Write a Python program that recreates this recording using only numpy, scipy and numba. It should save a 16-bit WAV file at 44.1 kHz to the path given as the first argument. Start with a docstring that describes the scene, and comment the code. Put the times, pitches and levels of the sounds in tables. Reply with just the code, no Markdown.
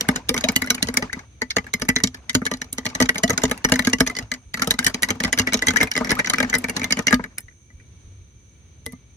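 """A steel teaspoon whips ice and juice round a tall glass on a wooden table in a garden, close to a phone.
Each knock is a burst of contacts: damped sines ring the glass and, a few ms later, the table top.
Juice is shaped noise that surges with the knocks, plus rising sines for bubbles and light ticks of ice.
Behind it: sagging low sines as thuds, noise as rumble and soft hiss, and narrow noise bands as insects."""
import sys
import numpy as np
from scipy import signal
from scipy.fft import rfft, irfft, next_fast_len
from scipy.io import wavfile
from scipy.ndimage import uniform_filter1d
from numba import njit

SR = 44100
rng = np.random.default_rng(int(sys.argv[2]) if len(sys.argv) > 2 else 0)


def inscribe(sig):
    """Save sig as 16-bit PCM at rate SR to the path in sys.argv[1].

    A 1-D sig is mono; a 2-D sig holds one channel per row.
    Samples are clipped to [-1, 1] before scaling.
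    """
    pcm = np.round(np.clip(np.atleast_2d(sig).T, -1, 1) * 32767)
    wavfile.write(sys.argv[1], SR, pcm.astype(np.int16))


N = 403956  # length in samples


def undb(db):
    """Turn dB into a linear gain."""
    return 10 ** (np.asarray(db) / 20)


def on_log(table, hz):
    """Read a (Hz, value) table at the given frequencies, straight lines over log frequency."""
    f, v = np.transpose(table)
    return np.interp(np.log(np.maximum(hz, 1)), np.log(np.maximum(f, 1)), v)


@njit
def add(out, start, pole, glide, rise, left, right):
    """Add decaying, gliding sines that swell over a contact time; complex gains set level and phase per port."""
    for k in range(len(start)):
        z, p, soft = 1. + 0j, pole[k], 1.
        for i in range(start[k], out.shape[1]):
            out[0, i] += (1 - soft) * (z * left[k]).imag
            out[1, i] += (1 - soft) * (z * right[k]).imag
            z, p, soft = z * p, p * glide[k], soft * rise[k]
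            if abs(z) < 1e-3:  # 60 dB down
                break


# Stereo timing at the two ports. Each row: frequency in Hz, mean phase by which left leads in radians.
LEAD = [(200, 0.08), (1640, 1), (2070, 6), (2580, 8.5), (3960, 8), (5430, 12.5), (6200, 12.5), (7750, 21),
        (8610, 16), (12100, 6), (12900, 9), (13800, -0.5), (14700, 9), (16400, -6)]


def rings(s, hz, db, t60, rise_s, chance, octaves=0.):
    """Damped modes as the two ports hear them; chance gives (phase, stray of the lead) per ring."""
    s, hz, db, t60, rise_s, octaves = (np.ravel(a) for a in np.broadcast_arrays(s, hz, db, t60, rise_s, octaves))
    hz, t60 = np.clip(hz, 20, .45 * SR), np.maximum(t60, 1 / 500)
    turn = 2 * np.pi * hz / SR  # radians per sample
    pole = np.exp(1j * turn - np.log(1000) / (t60 * SR))
    glide = np.exp(1j * turn * (2 ** octaves - 1) / (t60 * SR))  # the full glide takes one t60
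    rise = np.exp(-1 / (np.abs(rise_s) * SR))
    gain = np.exp(2j * chance[0].ravel()) * undb(db)
    lead = on_log(LEAD, hz) + np.minimum(hz / 1500, 1) * chance[1].ravel()
    out = np.zeros((2, N))
    add(out, (s * SR).astype(np.int64), pole, glide, rise, gain * np.exp(.5j * lead), gain * np.exp(-.5j * lead))
    return out


def walk(rate):
    """Random levels held 1 / rate s and slewed twice; spread near 1."""
    k = int(SR / rate)
    steps = np.repeat(rng.standard_normal(N // k + 1), k)
    return 1.3 * uniform_filter1d(uniform_filter1d(steps, k), k)[:N]


def hiss(colour, likeness):
    """Stereo noise of rms 1 with a spectrum and a likeness of left and right per frequency."""
    size = next_fast_len(N)
    hz = np.arange(size // 2 + 1) * SR / size
    alike = np.clip(on_log(likeness, hz), 0, 1)
    white = rfft(rng.standard_normal((2, size)))
    mid, side = white * undb(on_log(colour, hz)) * np.sqrt([1 + alike, 1 - alike])
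    x = irfft([mid + side, mid - side], size)[:, :N]
    return x / np.sqrt(np.mean(x ** 2))


# Stirring effort. Each row: time in seconds, slosh in dB before the splash of the knocks is added.
STIR = [(0.0, -31.5), (1.1, -37.5), (1.3, -46.5), (2.43, -43), (3.0, -38), (3.85, -32.5), (4.5, -49.5),
        (4.62, -35.5), (5.8, -33.5), (7.01, -35), (7.402, -47.5)]


def churn_db():
    """How hard the juice moves: the stirring sets the mean, each knock throws it up and it settles again."""
    t, stir_db = np.transpose(STIR)
    s, ring_db = np.transpose(KNOCKS)[[0, 3]]
    push = np.zeros(N)
    push[(s * SR).astype(int)] = undb(0.31 * (ring_db + 5.0))
    settle = np.exp(-1 / (0.032 * SR))
    splash = uniform_filter1d(signal.lfilter([1], [1, -settle], push), SR // 100)
    mean_db = np.interp(np.arange(N) / SR, t, stir_db, right=-120)
    return mean_db + 20 * np.log10(splash + 0.11) + 3.4 * walk(40)


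# Colour of the rushing juice. Each row: frequency in Hz, relative level in dB per Hz.
SLOSH = [(100, -17), (245, -3.5), (350, -12.5), (1000, -17.5), (2100, -23.5), (3000, -27), (6200, -28.5),
         (13000, -53)]


def rush(surge_db):
    """Dull rush of moving juice: shaped noise whose level follows the churning."""
    return hiss(SLOSH, [(200, 0.99), (1500, 0.11)]) * undb(surge_db + 0.5)


def bubbles_and_ticks(surge_db, count=4500):
    """Small bubbles rise in pitch, light ticks of ice stay put; both are as strong as the churning."""
    when, pitch, size, kind = rng.random((count, 4)).T
    chance = rng.standard_normal((count, 2)).T
    s = when * STIR[-1][0]
    bubble = kind < .7
    hz = np.where(bubble, 500 * 2 ** (2.5 * np.sqrt(pitch)), 2600 * 2 ** (1.6 * pitch))
    db = surge_db[(s * SR).astype(int)] - 2.5 * np.log(size)  # a few stand out
    db = db + np.where(bubble, .5, -5.)
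    t60 = np.where(bubble, 30., 25.) / hz
    return rings(s, hz, db, t60, 0.00051, chance, octaves=0.3 * bubble)


# Colour of the garden air. Each row: frequency in Hz, relative level in dB per Hz.
GARDEN = [(20, -34.5), (40, -21), (62, 7), (100, 5.5), (160, -7.5), (400, -16), (700, -26.5), (1500, -28.5),
          (3900, -27), (5000, -37.5), (8000, -60), (12000, -59), (15000, -86)]
# Stereo width of the garden. Each row: frequency in Hz, likeness of left and right from 0 to 1.
LIKENESS = [(130, .95), (290, 0.8), (700, 0.2), (3100, .15), (6800, 0)]
GARDEN_DB = -49  # mean rms level


def rumble_and_hiss():
    """One bed of noise, heavy in the bass with a soft hiss above, that swells a little."""
    return hiss(GARDEN, LIKENESS) * undb(GARDEN_DB + 1.1 * walk(4))


# Insect bands. Each row: centre in Hz, reach to either side in Hz, mean rms level in dB.
INSECTS = [(2300, 160, -70.5), (6250, 860, -61.5), (9100, 2000, -73.5)]


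def insects():
    """Narrow noise bands, flat near the centre and 36 dB down at the edges, each wavering gently in level."""
    chorus = np.zeros((2, N))
    for hz, width, db in INSECTS:
        band = [(hz - width, -36), (hz - 0.31 * width, 0), (hz + 0.18 * width, 0), (hz + width, -36)]
        chorus = chorus + hiss(band, LIKENESS) * undb(db + walk(8.9))
    return chorus


def part(modes, s, rattle_s, db, late_s, rise_s, scatter_db, stray, fade_db, count):
    """One part of glass or table. A knock is a faint first touch, the main contact and a rattle of uneven weaker
    ones; each shares its strength anew among the modes, which the swirling juice detunes."""
    hz, mode_db, t60 = np.moveaxis(np.broadcast_to(modes, (len(s), 1) + np.shape(modes)[-2:]), -1, 0)
    chance = rng.standard_normal((len(s), count, hz.shape[-1], 5)).transpose(3, 0, 1, 2)
    slip, uneven = rng.random((len(s), count, 2)).transpose(2, 0, 1)
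    place = (np.arange(count) - 2 + slip) / (count - 2)  # share of the rattle length
    after_s = rattle_s[:, None] * place
    contact_db = -fade_db * place - 9.2 * uneven
    after_s[:, 0], contact_db[:, 0] = -.005 * slip[:, 0], -15.  # first touch
    after_s[:, 1], contact_db[:, 1] = 0, 0  # main contact
    share_db = mode_db + scatter_db * chance[2]
    # the modes of one contact add up to its level
    share_db = share_db - 10 * np.log10(np.sum(undb(2 * share_db), axis=-1, keepdims=True))
    start = np.maximum(s[:, None] + late_s + after_s, 0)
    return rings(start[..., None], hz * (1 + stray * chance[3]), (db[:, None] + contact_db)[..., None] + share_db,
                 t60 * np.exp(0.24 * chance[4]), rise_s, chance)


def main_ring(s, rattle_s, ring_hz, db):
    """The juice sets the pitch; it lasts longer near the glass's own note, most once the froth has cleared."""
    on_note = np.exp(-((ring_hz - 2020) / 90) ** 2)
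    t60 = 0.025 + on_note * np.interp(s, [7.5, 8.8], [.025, .075])
    mode = np.stack([ring_hz, 0 * s, t60], -1)[:, None, None]
    return part(mode, s, rattle_s, db, late_s=0.001015, rise_s=0.00055, scatter_db=0., stray=0.0069,
                fade_db=7.4, count=4)


# Modes beside the main ring. Each row: mean pitch in Hz, relative level in dB, typical t60 in seconds.
RING = [(1541, -9.5, 0.018), (1802, -1, 0.018), (2010, -10.5, 0.032), (2243, -12, 0.035)]


def side_rings(s, rattle_s, db):
    """Shorter glass modes around the main ring."""
    return part(RING, s, rattle_s, db, late_s=.001, rise_s=0.0002, scatter_db=3.05, stray=0.023,
                fade_db=1.1, count=4)


# High wall modes. Each row: mean pitch in Hz, relative level in dB, typical t60 in seconds.
HIGH_WALL = [(2933, -10, 0.033), (3234, -1.5, 0.0066), (3880, -5.5, 0.02), (4532, -0.5, 0.0081),
             (4660, -14, 0.021), (5136, -15.5, 0.042), (5846, -3, 0.016), (6394, -5.5, 0.0084),
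             (6550, -9.5, 0.027), (6980, -3.5, 0.0041)]


def high_wall(s, rattle_s, db):
    """The crack: high, quickly damped wall modes under a dense rattle."""
    return part(HIGH_WALL, s, rattle_s, db, late_s=0.00082, rise_s=0.0002, scatter_db=6.9, stray=0.042,
                fade_db=15.5, count=7)


# Topmost wall modes. Each row: mean pitch in Hz, relative level in dB, typical t60 in seconds.
TOP_WALL = [(7676, -9.5, 0.018), (8050, -7, 0.016), (9213, -0.5, 0.0096), (10174, 1.5, 0.0084),
            (10626, 3, 0.0068), (10520, -8.5, 0.014), (12770, -4.5, 0.009), (13900, -11.5, 0.02),
            (13400, -10, 0.013), (15250, -21.5, 0.0091), (16400, -30, .01)]


def top_wall(s, rattle_s, db):
    """The glassy edge: the highest wall modes, set off by the shortest contact."""
    return part(TOP_WALL, s, rattle_s, db, late_s=0.0011, rise_s=0.00015, scatter_db=3., stray=0.034,
                fade_db=23.0, count=6)


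# Low wall modes. Each row: mean pitch in Hz, relative level in dB, typical t60 in seconds.
LOW_WALL = [(446, 0, 0.071), (480, 0.5, 0.03), (618, -2.5, 0.054), (855, -1, 0.042), (964, -6.5, 0.047),
            (1215, -1, 0.058)]


def low_wall(s, rattle_s, db):
    """The clunk: low modes of the damped wall."""
    return part(LOW_WALL, s, rattle_s, db, late_s=.0015, rise_s=0.00064, scatter_db=2.0, stray=0.03,
                fade_db=33.0, count=4)


# Table modes. Each row: mean pitch in Hz, relative level in dB, typical t60 in seconds.
TABLE = [(47.7, -20.5, 0.33), (96, -13, 0.11), (181, -1, 0.047), (217.2, 3, 0.044), (252.1, -0.5, 0.12)]


def table_top(s, rattle_s, db):
    """The wooden table: low modes that the blow reaches through the foot a few ms late, with a soft onset."""
    return part(TABLE, s, rattle_s, db, late_s=.003, rise_s=0.0022, scatter_db=1.4, stray=0.011,
                fade_db=25.0, count=3)


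CLATTER_DB, CLATTER_SPREAD_DB = -18.5, 5  # mean level against the knock, and its spread
CLATTER_S, CLATTER_SHARE = 0.054, .6  # range of delays, and share of knocks that are followed


def clatter():
    """Some knocks send ice against the wall a little later; rows like those of the knocks."""
    s, crack_db, _, ring_db, table_db, top_db = np.transpose(KNOCKS)
    late, pitch, pick = rng.random((len(s), 3)).T
    change_db = CLATTER_DB + CLATTER_SPREAD_DB * rng.standard_normal((len(s), 4)).T
    crack_db, ring_db, table_db, top_db = np.array([crack_db, ring_db, table_db, top_db]) + change_db
    start_s = s + .01 + CLATTER_S * late
    rows = np.transpose([start_s, crack_db, 1500 + 900 * pitch, ring_db, table_db, top_db])
    return rows[pick < CLATTER_SHARE]


# Spoon knocks. Each row: start in seconds, crack on the high wall in dB, main ring in Hz, main ring in dB,
# table in dB, top wall in dB; all levels are before the trim of each part.
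KNOCKS = [(0.0084, -7, 1840, -22, -33.5, -22), (0.0871, -11, 1750, -11, -16.5, -20),
          (0.159, -12, 1500, -23, -31, -28), (0.291, -4.5, 2300, -21, -18, -16),
          (0.3417, -16.5, 2050, -24.5, -25.5, -24.5), (0.364, -22, 2220, -24, -27, -33),
          (0.377, -13.5, 1470, -21, -24.5, -31), (0.4098, -45, 1730, -35, -41, -38),
          (0.4394, -9.5, 2520, -23, -25, -27.5), (0.4861, -10, 2230, -18, -19.5, -26),
          (0.5608, -4.5, 2010, -17, -22.5, -12.5), (0.619, -16, 2010, -20, -23, -23.5),
          (0.6422, -28, 1420, -32, -43, -45), (0.6721, -30, 2040, -28, -35, -39),
          (0.7032, -4.5, 1467, -13, -26, -16), (0.7478, -22, 2050, -32.5, -41.5, -27.5),
          (0.7797, -38, 2380, -27.5, -44, -50), (0.826, -4.5, 1980, -22, -19.5, -18),
          (0.8853, -17.5, 2020, -25, -21.5, -33), (0.9398, -23.5, 1520, -27.5, -31, -29),
          (0.97, -6.5, 2230, -11, -24.5, -15), (1.0234, -21, 1840, -22.5, -25.5, -39.5),
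          (1.129, -20.5, 2000, -24, -35, -31), (1.1664, -57, 1990, -71, -31.5, -68),
          (1.4174, -15, 1985, -19, -26.5, -33), (1.505, -12, 2140, -25.5, -67, -33),
          (1.5656, -6.5, 2000, -17, -21, -25), (1.5826, -22, 2054, -19.5, -27, -42),
          (1.666, -39, 1660, -33, -44, -49), (1.7368, -10, 2053, -16, -22, -26),
          (1.8183, -14.5, 1750, -24.5, -20, -27), (1.8878, -7.5, 1997, -12.5, -15.5, -20.5),
          (1.961, -5.5, 2020, -14.5, -23.5, -26), (2.0014, -31, 1940, -25, -34, -43),
          (2.0367, -2, 1950, -24, -17.5, -16.5), (2.144, -27, 1720, -36, -47, -40),
          (2.2942, -14, 2040, -23, -42, -31), (2.3488, -3.5, 1480, -16.5, -10, -18),
          (2.4169, -49.5, 1390, -30, -25.5, -50), (2.4528, -17, 2010, -35, -32.5, -30),
          (2.4639, -14, 1713, -20, -33.5, -30), (2.5134, -20, 1950, -24, -24, -32),
          (2.5368, -20, 1950, -29.5, -33.5, -39), (2.6162, -17, 1800, -24.5, -38, -36),
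          (2.7275, -23, 2230, -46, -35, -20), (2.7817, -15.5, 1990, -26.5, -27, -33),
          (2.8534, -16, 1980, -28.5, -26.5, -30), (2.8631, -12, 2280, -20.5, -26.5, -31),
          (2.9496, -15.5, 1964, -23.5, -25, -30), (3.0016, -9.5, 1990, -16.5, -16, -24),
          (3.0124, -13.5, 1980, -27, -17.5, -24), (3.023, -5.5, 1970, -16, -24.5, -24),
          (3.0912, -7, 1960, -9.5, -24, -20.5), (3.1452, -25, 1520, -38.5, -40, -41),
          (3.1559, -24, 2200, -23, -29, -34.5), (3.1807, -14.5, 2320, -33, -31, -30),
          (3.2343, -6, 1963, -16, -16, -20.5), (3.2953, -18, 1300, -22, -18.5, -26),
          (3.3029, -10.5, 1954, -17.5, -16.5, -22), (3.3762, -9.5, 1480, -18, -26, -23.5),
          (3.4356, -8.5, 1660, -20, -15, -23), (3.452, -15, 1980, -27, -26, -38),
          (3.5124, -12, 1680, -20, -23.5, -23.5), (3.6466, -7.5, 1880, -11, -16.5, -22.5),
          (3.6953, -24, 1620, -33, -30, -29.5), (3.7197, -6.5, 1630, -11.5, -12, -18.5),
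          (3.7569, -15, 2020, -22.5, -35, -28), (3.7914, -10.5, 1946, -14, -19, -23),
          (3.8483, -15.5, 2050, -28.5, -32.5, -30), (3.8703, -9.5, 1640, -12.5, -15, -24),
          (3.932, -6.5, 1980, -17, -18.5, -22), (4.0042, -5, 1670, -11.5, -11, -16),
          (4.0729, -10, 2040, -23, -29.5, -27), (4.0972, -24, 2060, -28, -41, -38),
          (4.151, -25, 1980, -36.5, -45.5, -51), (4.1664, -14.5, 2010, -30.5, -36, -35),
          (4.1864, -15.5, 1970, -24, -26.5, -33), (4.3156, -14, 2025, -20.5, -34, -32),
          (4.3378, -21, 1940, -30.5, -44.5, -40), (4.5405, -15.5, 1950, -22.5, -30, -31.5),
          (4.572, -25.5, 1320, -32, -35.5, -35), (4.5948, -23.5, 1710, -27, -30.5, -44),
          (4.6192, -10, 1376, -14, -24.5, -23), (4.6724, -14.5, 1620, -39, -18.5, -23),
          (4.7067, -4, 1690, -17, -27.5, -15), (4.7384, -25.5, 2020, -34, -30.5, -43),
          (4.789, -10, 1560, -14.5, -26, -21.5), (4.8447, -11.5, 1850, -26.5, -36, -19),
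          (4.8646, -5, 1826, -9.5, -25.5, -14), (4.8973, -29, 1490, -34, -34.5, -39.5),
          (4.9432, -12, 2340, -24, -25, -30), (5.022, -16.5, 2120, -34.5, -29.5, -23.5),
          (5.0303, -8, 1975, -13.5, -25.5, -18), (5.0867, -18.5, 2130, -23, -27.5, -33),
          (5.1037, -12, 2320, -20.5, -23, -26), (5.1536, -52, 1640, -54, -32, -51),
          (5.2021, -16, 1900, -20, -22, -31), (5.236, -14.5, 2110, -23, -23.5, -24),
          (5.247, -11.5, 1960, -19, -22, -28), (5.3269, -8, 1980, -16.5, -29, -21),
          (5.3751, -18.5, 2290, -23, -31.5, -33), (5.3866, -5.5, 1600, -16.5, -31, -21),
          (5.395, -7, 2030, -19.5, -21.5, -23), (5.471, -18.5, 1950, -16, -28.5, -31.5),
          (5.5227, -21, 2240, -21, -29.5, -46), (5.5325, -11, 2270, -22, -25.5, -19.5),
          (5.5406, -5, 2380, -19, -18.5, -26), (5.6213, -16, 2000, -16, -29.5, -27.5),
          (5.669, -12, 2040, -18.5, -26, -23), (5.6825, -4.5, 2080, -15.5, -18, -20.5),
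          (5.7046, -14, 1530, -20.5, -33, -34), (5.7352, -28, 1630, -29.5, -26.5, -38),
          (5.7593, -17.5, 1690, -9.5, -30.5, -29), (5.769, -8.5, 1955, -17, -28, -23),
          (5.8031, -20, 2140, -17, -27, -39), (5.8106, -16, 2120, -12.5, -28.5, -28.5),
          (5.8292, -10, 2110, -16.5, -21, -21.5), (5.914, -13, 1690, -22.5, -42.5, -30),
          (5.9527, -23, 2110, -22.5, -31.5, -42), (5.9633, -13, 2066, -23.5, -29, -36),
          (5.9761, -15, 1965, -20, -25.5, -26), (6.0074, -47, 1500, -31.5, -17, -51),
          (6.0456, -21, 1910, -25, -29.5, -34), (6.0715, -29, 2150, -28.5, -31.5, -44),
          (6.093, -19, 2030, -21.5, -30, -40), (6.105, -9.5, 2010, -19, -24.5, -27),
          (6.1152, -13, 1730, -13.5, -21, -23), (6.1901, -23, 1610, -15, -27, -30),
          (6.1955, -15, 1910, -13.5, -31.5, -33), (6.2452, -22, 2060, -21.5, -43.5, -42),
          (6.2588, -17, 1940, -44, -36, -47), (6.2716, -16, 1480, -20, -38, -37),
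          (6.2978, -7.5, 1590, -19.5, -28, -19), (6.3346, -12.5, 1275, -13.5, -26, -27),
          (6.3824, -18.5, 1305, -16, -27.5, -32), (6.4016, -12, 1610, -13.5, -19.5, -27),
          (6.4272, -18, 2210, -15, -19.5, -30), (6.4974, -19.5, 1890, -28, -32, -34),
          (6.5282, -30, 2030, -18, -33, -41), (6.539, -13.5, 2030, -13, -23.5, -28),
          (6.5505, -13, 1957, -19, -21.5, -24), (6.583, -28, 1700, -60, -32.5, -23),
          (6.6409, -21.5, 2260, -21, -27.5, -33), (6.6843, -28, 2330, -27, -31, -36),
          (6.6953, -18.5, 2240, -23.5, -27, -24), (6.765, -11, 1740, -24, -25.5, -28),
          (6.795, -24.5, 2190, -28, -28.5, -38), (6.8157, -25, 2260, -24, -29.5, -46),
          (6.8309, -32, 2340, -25, -35, -38), (6.8413, -14.5, 2080, -23.5, -27.5, -27),
          (6.9064, -15, 2240, -17.5, -25, -29), (6.9229, -5.5, 2120, -19.5, -25, -25),
          (6.9699, -24, 2210, -24, -27, -38), (6.99, -17.5, 2370, -26, -26, -31),
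          (7.0687, -6, 2066, -14.5, -26.5, -22.5), (7.0803, -11, 2150, -14.5, -27.5, -38),
          (7.1072, -24.5, 1650, -22.5, -25, -29), (7.1264, -13.5, 1650, -9, -10.5, -23.5),
          (7.1417, -10, 2270, -18.5, -23.5, -24), (7.1939, -54, 1560, -30.5, -25.5, -70),
          (7.2391, -31.5, 1910, -26.5, -37.5, -44), (7.3816, -26.5, 2260, -25.5, -46.5, -22.5),
          (7.4822, -52, 1960, -41.5, -63, -69), (7.7014, -58.5, 2010, -51.5, -59, -73),
          (7.7985, -54.5, 2390, -49, -69, -70), (8.862, -22.5, 2030, -36.5, -31.5, -26),
          (8.9302, -45, 2070, -53, -34.5, -56)]
RATTLE_S, RATTLE_SPREAD = .0075, 0.38  # median rattle length at -38 dB of stirring; spread in natural log
RATTLE_PER_DB = -0.0138  # change of length with the stirring, natural log per dB
LOW_DB, LOW_SHARE = -0.5, 0.87  # the low wall follows the table by this share, the main ring by the rest
STRAY_DB = 3  # where a blow lands shifts the low wall


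def knocks():
    """Spoon and ice on the glass: each blow excites every part of the wall and the table below."""
    rows = np.vstack([KNOCKS, clatter()])
    s, crack_db, ring_hz, ring_db, table_db, top_db = rows.T
    chance = rng.standard_normal((len(s), 2)).T
    stir_db = np.interp(s, *np.transpose(STIR))
    rattle_s = RATTLE_S * np.exp(RATTLE_SPREAD * chance[0] + RATTLE_PER_DB * (stir_db + 38))
    low_db = LOW_DB + LOW_SHARE * table_db + (1 - LOW_SHARE) * ring_db + STRAY_DB * chance[1]
    glass = main_ring(s, rattle_s, ring_hz, ring_db + 5.0)
    glass = glass + side_rings(s, rattle_s, ring_db + 5.0)
    glass = glass + high_wall(s, rattle_s, crack_db + 2.5)
    glass = glass + top_wall(s, rattle_s, top_db + 10.0)
    glass = glass + low_wall(s, rattle_s, low_db + 2.5)
    return glass + table_top(s, rattle_s, table_db + 8.5)


# Big rising bubbles. Each row: start in seconds, level in dB, start pitch in Hz, rise in octaves, t60 in seconds.
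GURGLES = [(0.046, -28, 1300, 1.6, 0.066), (.196, -34, 860, 0.59, 0.077), (0.311, -11.5, 458, 0.46, 0.051),
           (.345, -19, 910, 0.98, 0.054), (0.439, -7, 564, 0.73, 0.066), (0.466, -29, 785, 2.1, 0.15),
           (.752, -32, 1010, 1.3, 0.041), (.99, -24, 463, 1.3, 0.091), (1.096, -14, 1500, 1.07, 0.0293),
           (1.135, -14, 1920, 0.5, 0.038), (3.237, -5, 636, 0.3, 0.059), (5.15, -42, 1260, 1.4, 0.029),
           (6.014, -17, 904, 1.4, 0.072), (6.167, -16, 1130, 1, 0.058)]


def gurgles():
    """A few big bubbles: softly starting sines that climb in pitch as they die away."""
    s, db, hz, octaves, t60 = np.transpose(GURGLES)
    return rings(s, hz, db, t60, 0.0054, rng.standard_normal((len(s), 2)).T, octaves=octaves)


# Low thuds. Each row: start in seconds, level in dB before trim, start pitch in Hz.
THUDS = [(0.079, -23, 97.4), (0.331, -49.5, 121), (0.557, -53, 91), (0.822, -23.5, 121.6),
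         (1.023, -35, 106), (1.559, -29, 120), (1.807, -33.5, 91), (2.031, -23, 127.4), (2.34, -24, 115.2),
         (2.716, -39.5, 74.5), (2.853, -32.5, 122.7), (3.016, -23.5, 122), (3.296, -21, 118.7),
         (3.439, -24, 117.6), (3.712, -29, 118), (3.865, -29, 86.3), (3.997, -21.5, 107.4),
         (4.224, -26.5, 108.3), (4.452, -34, 78.1), (4.854, -24, 101), (5.097, -25.5, 99.3),
         (5.245, -25, 85.7), (5.394, -20.5, 97.5), (5.541, -26, 101.3), (5.678, -22, 92),
         (5.823, -24, 97.8), (5.975, -32.5, 120.3), (6.112, -23, 113.3), (6.297, -33, 118.8),
         (6.394, -31.5, 101.8), (6.546, -38.5, 110.7), (6.689, -33.5, 110), (7.12, -22, 113),
         (7.438, -34, 80), (7.737, -33.5, 80.5), (8.042, -32, 73), (8.192, -33, 91), (8.347, -35, 102),
         (8.705, -56, 101)]


def thuds():
    """Dull, slow bumps in the bass that sag in pitch, each with a deeper partner."""
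    s, db, hz = np.transpose(THUDS)[..., None]
    chance = rng.standard_normal((len(s), 2, 2)).transpose(2, 0, 1)
    return rings(s, hz * [1, .55], db + [1., -4.], [.16, .2], 0.0079, chance, octaves=-0.043)


def scatter(near):
    """Table and furniture answer with a short tail of decaying noise, thin in the bass."""
    t = np.arange(SR // 8) / SR
    decay = np.exp(-np.log(1000) * t / 0.094)  # t60 of 94 ms
    tail = rng.standard_normal((2, len(t))) * decay * (t > .004)
    bright = signal.sosfilt(signal.butter(1, 700, "high", fs=SR, output="sos"), near)
    return undb(-41.5) * signal.fftconvolve(bright, tail, axes=1)[:, :N]


def scene():
    """Glass and juice up close with their scatter, over thuds and garden."""
    surge_db = churn_db()
    juice = rush(surge_db) + bubbles_and_ticks(surge_db) + gurgles()
    near = knocks() + juice
    garden = rumble_and_hiss() + insects()
    return near + scatter(near) + thuds() + garden


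# Stereo colour of the ports. Each row: frequency in Hz, left minus right in dB before it is halved.
LEAN = [(60, -2.5), (110, 1), (200, -2), (380, 6), (700, 4), (1290, 6), (2380, 4), (4400, -4), (8120, -6),
        (15000, 2)]


def record(dry):
    """The ports colour left against right; the phone drops the deepest bass, rounds the loudest peaks, cuts the top."""
    size = next_fast_len(N)
    lean_db = .5 * on_log(LEAN, np.arange(size // 2 + 1) * SR / size)
    x = irfft(rfft(dry, size) * undb([lean_db / 2, -lean_db / 2]), size)[:, :N]
    x = signal.sosfilt(signal.butter(2, 30, "high", fs=SR, output="sos"), x)
    rounded = np.tanh(0.79 * x) / 0.78
    return signal.sosfilt(signal.ellip(10, .2, 90, 16800, fs=SR, output="sos"), rounded)


dry = scene()
out = record(dry)
inscribe(out)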